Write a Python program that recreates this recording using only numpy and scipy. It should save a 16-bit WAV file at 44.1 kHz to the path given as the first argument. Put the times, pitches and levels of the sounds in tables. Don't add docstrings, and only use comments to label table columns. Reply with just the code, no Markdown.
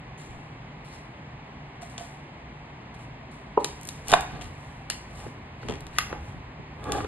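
import sys
import numpy as np
from scipy import signal
from scipy.fft import rfft, irfft
from scipy.io import wavfile
from scipy.ndimage import uniform_filter1d

SR = 44100
rng = np.random.default_rng(int(sys.argv[2]) if len(sys.argv) > 2 else 0)


def unload_wav(signal):
    wavfile.write(
        sys.argv[1],
        SR,
        np.round(np.clip(np.atleast_2d(signal).T, -1, 1) * 32767).astype(np.int16),
    )


N = 311787


def amp(db):
    return 10 ** (np.asarray(db) / 20)


def unit(x):
    return x / np.sqrt(np.mean(x ** 2) + 1e-20)


def curve(points, hz):
    f, value = np.transpose(points)
    return np.interp(np.log(hz + 1), np.log(f + 1), value)


def freqs(size):
    return np.fft.rfftfreq(size, 1 / SR)


def add(mix, s, sound):
    part = mix[round(s * SR):][:len(sound)]
    part += sound[:len(part)]


def tone_filter(gain_db, size=2048):
    log_gain = np.log(amp(np.maximum(gain_db(freqs(size)), -100)))
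    mirrored = np.r_[log_gain, log_gain[-2:0:-1]]
    return np.fft.ifft(np.exp(np.conj(signal.hilbert(mirrored)))).real


def through(x, response):
    return signal.oaconvolve(x, response / np.linalg.norm(response))[:N]


def at_level(x, db, seconds=0.0024945):
    return amp(db) * x / np.sqrt(np.sum(x ** 2) / (seconds * SR) + 1e-20)


def spray(decay_s):
    decay = max(decay_s, .0002) * SR
    age = np.arange(int(10 * decay) + 8) / decay
    burst = np.sqrt(age) * np.exp(-age) * rng.standard_normal(len(age))
    spectrum = rfft(burst, 4 * len(burst))
    return irfft(spectrum / abs(spectrum))[:len(burst)]


def grains(per_s, spread_db):
    sizes = amp(spread_db * np.minimum(rng.exponential(1, N), 4))
    signs = rng.choice([-1, 1], N)
    return unit(sizes * signs * (rng.random(N) < per_s / SR))


def ring(modes, size=6000):
    t = np.arange(size) / SR
    return sum((-1) ** k * amp(db - 60 * t / t60) * np.sin(2 * np.pi * hz * t)
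               for k, (hz, db, t60) in enumerate(modes))


def swell(peak_s, width_s, release=1.062):
    u = (np.arange(N) / SR - peak_s) / width_s
    u = np.where(u < 0, u, u / release)
    return 1 / np.cosh(np.clip(u, -20, 20)) ** 2


# f/Hz, likeness/0-1
LIKENESS = [(280, 1), (310, 0.8), (650, 0.87), (1300, 0), (2000, 0.5), (3000, 0.5), (4000, 0.09), (5300, 1)]
def diffuse(spectra, hz):
    alike = np.clip(curve(LIKENESS, hz), 0, 1)
    same = np.sqrt((1 + alike) / 2) * spectra[0]
    apart = np.sqrt((1 - alike) / 2) * spectra[1]
    return np.array([same + apart, same - apart])


# f/Hz, relative level/dB
AIR_TONE = [(25, -35), (44, -1), (80, 0), (105, -12), (230, -3), (310, -8.5), (530, -13), (700, -9.5),
            (1000, -9), (1400, -17.5), (2100, -13.5), (4400, -30.5), (7500, -41), (14000, -73)]
# f/Hz, width/Hz, level/dB
AIR_HUMS = [(120.16, 6.336, -52.5), (147.19, 25.42, -49.5)]
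def ventilation(rush_db=-44.5):
    hz = freqs(N)
    noise = diffuse(rfft(rng.standard_normal((2, N))), hz)
    air = amp(rush_db) * unit(irfft(noise * amp(curve(AIR_TONE, hz)), N))
    for centre, width, db in AIR_HUMS:
        band = rfft(rng.standard_normal(N)) / (1 + (2 * (hz - centre) / width) ** 2)
        air += amp(db) * unit(irfft(band, N))
    return air


# f/Hz, ring time/s
TAIL_TIMES = [(150, 0.3675), (500, 0.3609), (1300, 0.5), (3500, .5), (8000, 0.4477), (13000, 0.3321)]
# f/Hz, level/dB
TAIL_TONE = [(150, -0.5), (450, -8), (680, -10), (830, -2.5), (1000, -10), (1400, -7), (2100, -4),
             (2800, -3), (3250, -5), (3700, -9.5), (4700, -5.5), (6000, -5.5), (8000, -7.5), (12500, -10),
             (15000, -19.5)]
def room_tail(x, gap_s=0.0024185, build_s=0.0025, corner_db=3, corner_s=0.021):
    hz, t, noise = signal.stft(rng.standard_normal((2, SR)), SR, nperseg=256)
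    t60 = curve(TAIL_TIMES, hz)[:, None]
    corner_lift = corner_db * (np.exp(-t / corner_s) - .5)
    level_db = curve(TAIL_TONE, hz)[:, None] - 60 * t / t60 + corner_lift
    equal_energy = np.sqrt(2 * np.log(1000) / (t60 * SR))
    bands = diffuse(noise, hz[:, None]) * amp(level_db) * equal_energy
    tail = signal.istft(bands, SR, nperseg=256)[1]
    tail *= np.clip((np.arange(tail.shape[1]) / SR - gap_s) / build_s, 0, 1)
    return signal.fftconvolve(x[None], tail, axes=1)[:, :N]


# f/Hz, peak level against the direct sound/dB, ring time/s
ROOM_NOTES = [(412.48, 2.5, 0.33), (568.78, -5.5, .3), (657.3, -4, 0.49), (732.24, 3.5, 0.47),
              (819.07, 4, 0.48), (892.65, -2, 0.37), (1011.2, -4, 0.31), (1138.4, 0, .27),
              (1240.5, -1, 0.3), (1486.9, -5.5, 0.5), (1869, 4, .7), (2414, 3, 1), (2606.5, 3, 0.74)]
def room_ring(x):
    t = np.arange(SR) / SR
    notes = sum(amp(db - 60 * t / t60) * np.cos(2 * np.pi * hz * t) * 2 * np.log(1000) / (t60 * SR)
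                for hz, db, t60 in ROOM_NOTES)
    return signal.fftconvolve(x, notes)[:N]


# delay/s, f/Hz, half width/octaves, level/dB
WALL_ECHOES = [(.0085, 7000, 1.4, -21), (.0155, 950, .5, -15.5), (.028, 420, 0.3724, -15),
               (.05, 797.3, 0.2095, -16.5)]
def echoes(x):
    out = np.zeros(N)
    for delay, centre, octaves, db in WALL_ECHOES:
        band = tone_filter(lambda hz: db - 20 * np.log10(1 + (np.log2((hz + 1) / centre) / octaves) ** 4))
        add(out, delay, signal.oaconvolve(x, band))
    return out


# f/Hz, level/dB
SCATTER_TONE = [(80, -23.5), (250, -4), (500, -10), (1000, -26.5), (2200, -5.5), (4000, -9.5), (5500, -18),
                (8000, -14.5), (13000, -16.5)]
def floor_scatter(x, decay_s=0.002264):
    bounces = spray(decay_s)
    colour = tone_filter(lambda hz: curve(SCATTER_TONE, hz))
    response = signal.fftconvolve(bounces / np.linalg.norm(bounces), colour)
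    return np.outer([1, -1], signal.fftconvolve(x, response)[:N])


# f/Hz, level/dB
LEFT_LIFT = [(300, 2.5), (680, -5), (1250, -0.5), (2200, 4.5), (4200, 3), (8000, 0)]
# f/Hz, phase/radians
LEFT_LEAD = [(300, -0.8879), (700, 0.9946), (1030, 1.5), (2070, -0.5), (2580, 0), (3530, 3.5),
             (3960, 2.0638), (4800, -0.307), (8000, -0.1004), (13000, -0.5)]
def direct_sound(x):
    hz, side = freqs(N), np.array([[.5], [-.5]])
    gain = amp(side * curve(LEFT_LIFT, hz))
    phase = np.exp(1j * side * curve(LEFT_LEAD, hz))
    return irfft(rfft(x) * gain * phase, N)


# peak t/s, half width/s, skin hiss level/dB, paper grinding level/dB
FOOT_PRESSES = [(3.015, 0.036, -59, -76.5), (3.91, 0.09607, -54.5, -72), (4.111, 0.03283, -38, -51.5),
                (4.375, 0.07362, -62.5, -45.5), (4.65, 0.1639, -62, -72), (5.205, 0.07725, -51.5, -50.5),
                (5.71, 0.0834, -60, -55), (5.967, 0.0366, -53.5, -57), (6.125, 0.028, -72.5, -39),
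                (6.27, 0.05935, -59.5, -57), (6.891, 0.06532, -57, -37.5), (6.969, 0.05085, -47.5, -33)]
# f/Hz, relative level/dB
FLEX_TONE = [(25, -30), (42, -4.5), (80, -2.5), (130, -7), (190, -16), (400, -34.5), (1500, -61.5)]
def floor_flex(flex_db=-44.5, at_grind_db=-47.5, slope=0.2882, lag_s=0.07, widen_s=0.12738):
    power = sum((amp(flex_db + slope * (db - at_grind_db)) * swell(s + lag_s, width + widen_s)) ** 2
                for s, width, _, db in FOOT_PRESSES)
    rumble = irfft(rfft(rng.standard_normal(N)) * amp(curve(FLEX_TONE, freqs(N))), N)
    return np.sqrt(power) * unit(rumble)


# f/Hz, relative level/dB
THUD_TONE = [(30, -5.5), (60, -4), (100, 6), (200, 1.5), (310, 1.5), (480, -1), (800, -10.5), (1300, -4),
             (3000, -10.5), (12000, -16)]
def thud(db, top_hz, band_ratio=3.638, decay_cycles=2.5):
    low_hz = top_hz / band_ratio
    band = lambda hz: -10 * np.log10((1 + (hz / top_hz) ** 4) * (1 + (low_hz / (hz + 1)) ** 4))
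    colour = tone_filter(lambda hz: curve(THUD_TONE, hz) + band(hz), size=4096)
    return at_level(signal.fftconvolve(spray(decay_cycles / top_hz), colour), db, seconds=0.006186)


# t/s, level/dB, highest strong f/Hz
FLOOR_BUMPS = [(.288, -39.5, 55.25), (3.645, -34, 1201), (4.084, -41, 170), (4.124, -30, 171.4),
               (4.328, -35.5, 197.8), (4.38, -42.5, 130), (4.44, -39, 129.9), (5.263, -34, 640),
               (5.631, -39.5, 1581), (5.648, -35.5, 456), (5.688, -29, 350), (5.779, -41, 50),
               (6.127, -28, 1284), (6.345, -38, 200), (6.592, -37.5, 400), (7.005, -30.5, 1181),
               (7.045, -29.5, 1001)]
def floor_bumps():
    out = np.zeros(N)
    for s, db, top_hz in FLOOR_BUMPS:
        add(out, s, thud(db, top_hz))
    return out


# t/s, level/dB
CUP_KNOCKS = [(1.8235, -35.5), (1.981, -40.5), (2.005, -34.5)]
# f/Hz, relative level/dB, ring time/s
HOLLOW_NOTES = [(693.63, 4.5, 0.11), (772.38, -6.5, 0.329), (1151.7, -12.5, 0.04114)]
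def cup_knocks():
    out = np.zeros(N)
    for s, db in CUP_KNOCKS:
        knock = signal.fftconvolve(spray(decay_s=0.0025), ring(HOLLOW_NOTES))
        add(out, s, at_level(knock, db, seconds=0.00401))
    return out


def rasp(slips, hz, width_hz=1100, wander=0.028):
    drift = unit(uniform_filter1d(rng.standard_normal(len(slips)), size=1500))
    carrier = np.exp(2j * np.pi * np.cumsum(hz * (1 + wander * drift)) / SR)
    pole = np.exp(-np.pi * width_hz / SR)
    smoothed = signal.lfilter([1], [1, -2 * pole, pole * pole], slips / carrier)
    return unit((carrier * smoothed).real)


# t/s, level/dB, rise/s, decay/s, rasp share/0-1, rasp f/Hz
SKIN_TOUCHES = [(.176, -54.5, 0.002893, 0.1334, 0.34, 7036), (.18, -62.5, 0.0205, 0.0827, 0.71, 4151),
                (0.842, -57, 0.00573, 0.0944, 0.31, 4249), (.86, -56.5, 0.07776, 0.06223, 0.37, 5391),
                (0.869, -59.5, 0.0812, 0.0518, 0.57, 4306), (1.813, -46, 0.00298, 0.0404, 0, 3300),
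                (1.895, -53.5, 0.002924, 0.05723, .1, 8065), (1.98, -45, 0.001008, 0.01058, 0.86, 3365),
                (1.995, -47, 0.002993, 0.07573, 0, 7140), (2.94, -52, .003, 0.00978, 0.1, 4298),
                (3.311, -58.5, 0.00297, 0.082, 0, 4300), (3.596, -54.5, .003, 0.1794, 0.17, 3909),
                (4.408, -46.5, 0.007, 0.04952, 0.08, 3738)]
# f/Hz, relative level/dB
SKIN_TONE = [(300, -9.5), (1500, -2.5), (4000, -6.5), (5500, -5), (7800, -5.5), (9500, -10), (12500, -21.5),
             (15000, -32)]
def skin_scuffs():
    t = np.arange(SR) / SR
    hiss_power = sum((amp(db) * swell(s, width)) ** 2 for s, width, db, _ in FOOT_PRESSES)
    rasps = np.zeros(N)
    for s, db, rise, decay, share, rasp_hz in SKIN_TOUCHES:
        level = amp(db) * np.minimum(t / rise, 1) * np.exp(-np.maximum(t - rise, 0) / decay)
        add(hiss_power, s, level ** 2)
        slips = grains(per_s=1500, spread_db=2.5)[:SR]
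        add(rasps, s, level * np.sqrt(share) * rasp(slips, rasp_hz))
    friction = np.sqrt(hiss_power) * grains(per_s=3000, spread_db=3.5)
    return rasps + through(friction, tone_filter(lambda hz: curve(SKIN_TONE, hz)))


# f/Hz, relative level/dB, ring time/s
GRIND_NOTES = [(119.03, -10, 0.08), (300.71, 0, 0.03245), (416.15, -2.5, 0.0474), (513.94, -1, 0.035),
               (764.4, 0, 0.03), (840.16, -3, 0.06321), (1178, -1.5, 0.0485), (1639.1, -5, .018),
               (2324, -8.5, 0.0071), (3462.2, -11, 0.0092)]
def sole_grind():
    pressure = sum(amp(db) * swell(s, width) for s, width, _, db in FOOT_PRESSES)
    return through(pressure * grains(per_s=700, spread_db=1), ring(GRIND_NOTES))


# peak t/s, half width/s, level/dB
WALL_STRAINS = [(4.1, 0.016, -43), (4.128, 0.01, -36), (4.155, 0.018, -47), (4.33, 0.087, -54),
                (4.925, 0.024, -44), (5.628, 0.012, -53.5), (5.71, 0.043, -52.5), (5.965, 0.032, -49),
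                (6.007, 0.015, -40), (6.965, 0.06, -49)]
# f/Hz, relative level/dB, ring time/s
WALL_PATCHES = [(1500, -7, .014), (1977, 3, 0.013), (2507.6, -8, 0.0087), (2863.2, -1.5, .008),
                (3199, -2.5, 0.0033), (3684, -3.5, 0.0044), (4447.3, 1, 0.004506), (6200, -4.5, .002)]
def crinkle():
    strain = sum(amp(db) * swell(s, width) for s, width, db in WALL_STRAINS)
    ticks = sum(amp(db) * through(grains(per_s=260, spread_db=3.0), ring([(hz, 0, t60)]))
                for hz, db, t60 in WALL_PATCHES)
    return strain * unit(ticks)


# f/Hz, relative level/dB
PAPER_TONE = [(100, -49), (400, -5), (900, -8), (1500, -6.5), (2400, -3.5), (3100, -4), (3900, -6.5),
              (4700, -1), (6200, 0.5), (10000, -10), (12500, -13.5), (15000, -16)]
# multiple of ring_hz, width/Hz, lift at stiffness 1/dB
PANEL_PEAKS = [(.27, 400, 5), (.49, 300, 2.5), (.76, 400, 3.5), (1, 450, 14.5), (1.58, 600, -1),
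               (1.92, 700, 4.5), (2.35, 600, 2.5), (2.72, 800, 7)]
def crack(db, tilt_db, ring_hz=3250, top_hz=14000, stiffness=0.8269, scatter=0.017):
    detunes = 1 + scatter * rng.standard_normal(len(PANEL_PEAKS))

    def colour_db(hz):
        panel = sum(lift / (1 + (2 * (hz - ring_hz * ratio * detune) / width) ** 2)
                    for (ratio, width, lift), detune in zip(PANEL_PEAKS, detunes))
        treble_cut = 10 * np.log10(1 + (hz / top_hz) ** 16)
        tilt = tilt_db * np.log2((hz + 200) / 4000)
        return curve(PAPER_TONE, hz) + stiffness * panel - treble_cut + tilt

    decay_s = 0.0007687 * 2 ** ((db + 35.5) / 27.5)
    return at_level(signal.fftconvolve(spray(decay_s), tone_filter(colour_db)), db)


# t/s, level/dB, treble tilt/dB per octave, panel f/Hz, top f/Hz
SHARP_CRACKS = [(1.9793, -31, -1, 3352, 8756), (3.6444, -20, 0.5, 3770, 11700),
                (3.877, -44.5, 9, 4203, 14100), (3.8885, -28.5, 3, 3635, 13230),
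                (4.083, -27.5, 5.5, 2983, 15000), (4.0978, -31, 1, 3400, 13000),
                (4.109, -34, -3.5, 3200, 9000), (4.1175, -20.5, -0.5, 3650, 12100),
                (4.1266, -25, -5, 3100, 6046), (4.132, -18.5, -7.5, 2486, 4500),
                (4.1349, -22.5, 0.5, 3645, 5000), (4.1463, -30.5, -8.5, 2500, 4496),
                (4.2084, -33, 6, 3786, 13890), (4.8998, -21, 5, 4248, 10580), (4.9, -30, -0.5, 1759, 2897),
                (4.9077, -30.5, 1.5, 2835, 5240), (5.8068, -44.5, 5, 3966, 15000),
                (5.8674, -40.5, -2.5, 3800, 14000), (5.9851, -21.5, 5, 3633, 15000),
                (6.841, -41.5, -1, 3810, 14010), (6.9205, -23, 0, 3463, 15000),
                (7.044, -39, -7, 3556, 12000)]
def sharp_cracks(wait_s=0.013, settle_db=-19.5, loss_db=4):
    out = np.zeros(N)
    for s, db, tilt_db, ring_hz, top_hz in SHARP_CRACKS:
        add(out, s, crack(db, tilt_db, ring_hz, top_hz))
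        delays = np.cumsum(wait_s * (.5 + rng.random(size=4)))
        for k, delay in enumerate(delays):
            tick_hz = ring_hz * rng.uniform(0.94, 1.9)
            add(out, s + delay, crack(db + settle_db - k * loss_db, tilt_db, tick_hz, top_hz))
    return out


# t/s, length/s, first gap/s, gap growth factor (below 1 counts as 1), first level/dB,
# step per tick/dB, treble tilt/dB per octave, thud level against the tick/dB
FOLD_RUNS = [(3.8123, .064, 0.020143, 1.0, -43.5, 2, 7.5, -9.5),
             (4.095, .016, 0.005494, 0.84, -40, 3, -0.5, -6),
             (4.4123, .012, .0045, 1.0, -37.5, 0, -5.5, -18.5),
             (5.6859, .078, 0.010883, 1.12, -29.5, -2.1064, -6.5, 0)]
def folds():
    out = np.zeros(N)
    for start, length, gap, growth, db, step_db, tilt_db, thud_db in FOLD_RUNS:
        s = start
        while s < start + length:
            add(out, s, crack(db, tilt_db))
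            add(out, s, thud(db + thud_db, top_hz=576))
            s += gap
            gap *= max(growth, 1)
            db += step_db
    return out


CUP_NOTES = {"round": [(312.33, 2.5, 0.013715), (454.05, 2, 0.02928), (582.56, -6, 0.0744),
             (720, 4.5, 0.01), (971.9, 4.5, 0.028924), (1207.2, -0.5, 0.015), (2850, -17.5, 0.016)],
             "folded": [(252, -16, 0.012), (484.15, -12, 0.027), (693.24, 1, 0.024115),
             (826.44, 3.5, 0.015373), (1088.6, 1.5, 0.01796), (1557.1, 1.5, 0.01779), (1950.5, -5, 0.018),
             (2410.5, -3.5, 0.01613), (3578.6, 4.5, 0.014), (3887.8, 2, 0.01134)],
             "flat": [(1120, -5, 0.026), (1228.2, 4, 0.018), (1508.3, 1.5, 0.012), (2009.4, 0.5, 0.013),
             (2750.8, -2, 0.012), (3161.4, -2, 0.004933), (3722.2, 1, 0.0058), (6312, 3, 0.001655)]}
# t/s, level/dB, push rise time/s, tearing level/dB, shape of the cup
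WALL_BUCKLES = [(3.5732, -19.5, 0.0000653, -68, "round"), (3.5753, -9.5, 0.0001092, -64.5, "round"),
                (4.0903, -32.5, 0.00051, -39, "folded"), (4.1086, -28.5, 0.0002482, -32, "folded"),
                (4.1195, -25.5, 0.00067, -31, "folded"), (4.1262, -13, 0.0007203, -40, "folded"),
                (4.1369, -4.5, 0.0000695, -22.5, "folded"), (4.1397, -12, 0.000132, -22, "folded"),
                (5.9849, -14, 0.0000117, -18.5, "flat")]
def buckles():
    out = np.zeros(N)
    for s, db, push_s, tear_db, shape in WALL_BUCKLES:
        age = np.arange(400) / (push_s * SR)
        push = age * np.exp(-age)
        add(out, s, at_level(signal.fftconvolve(ring(CUP_NOTES[shape]), push), db))
        add(out, s, crack(tear_db, tilt_db=-0.5, ring_hz=3725.2, top_hz=11877, stiffness=0.61))
    return out


def scene():
    paper = buckles() + sharp_cracks() + folds() + crinkle()
    crush = paper + floor_bumps() + cup_knocks() + skin_scuffs() + sole_grind()
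    room = room_tail(crush) + floor_scatter(crush) + echoes(crush) + room_ring(crush)
    return direct_sound(crush) + room + floor_flex() + ventilation()


def record(dry, left_lag_samples=4, ceiling=0.9938, top_hz=14900):
    left = np.r_[np.zeros(left_lag_samples), dry[0, :-left_lag_samples]]
    pair = np.array([left, dry[1]])
    rounded = pair / (1 + (pair / ceiling) ** 6) ** (1 / 6)
    lowpass = signal.firwin(101, top_hz, window=("kaiser", 9), fs=SR)
    return signal.oaconvolve(rounded, lowpass[None], "same")


dry = scene()
out = record(dry)
unload_wav(out)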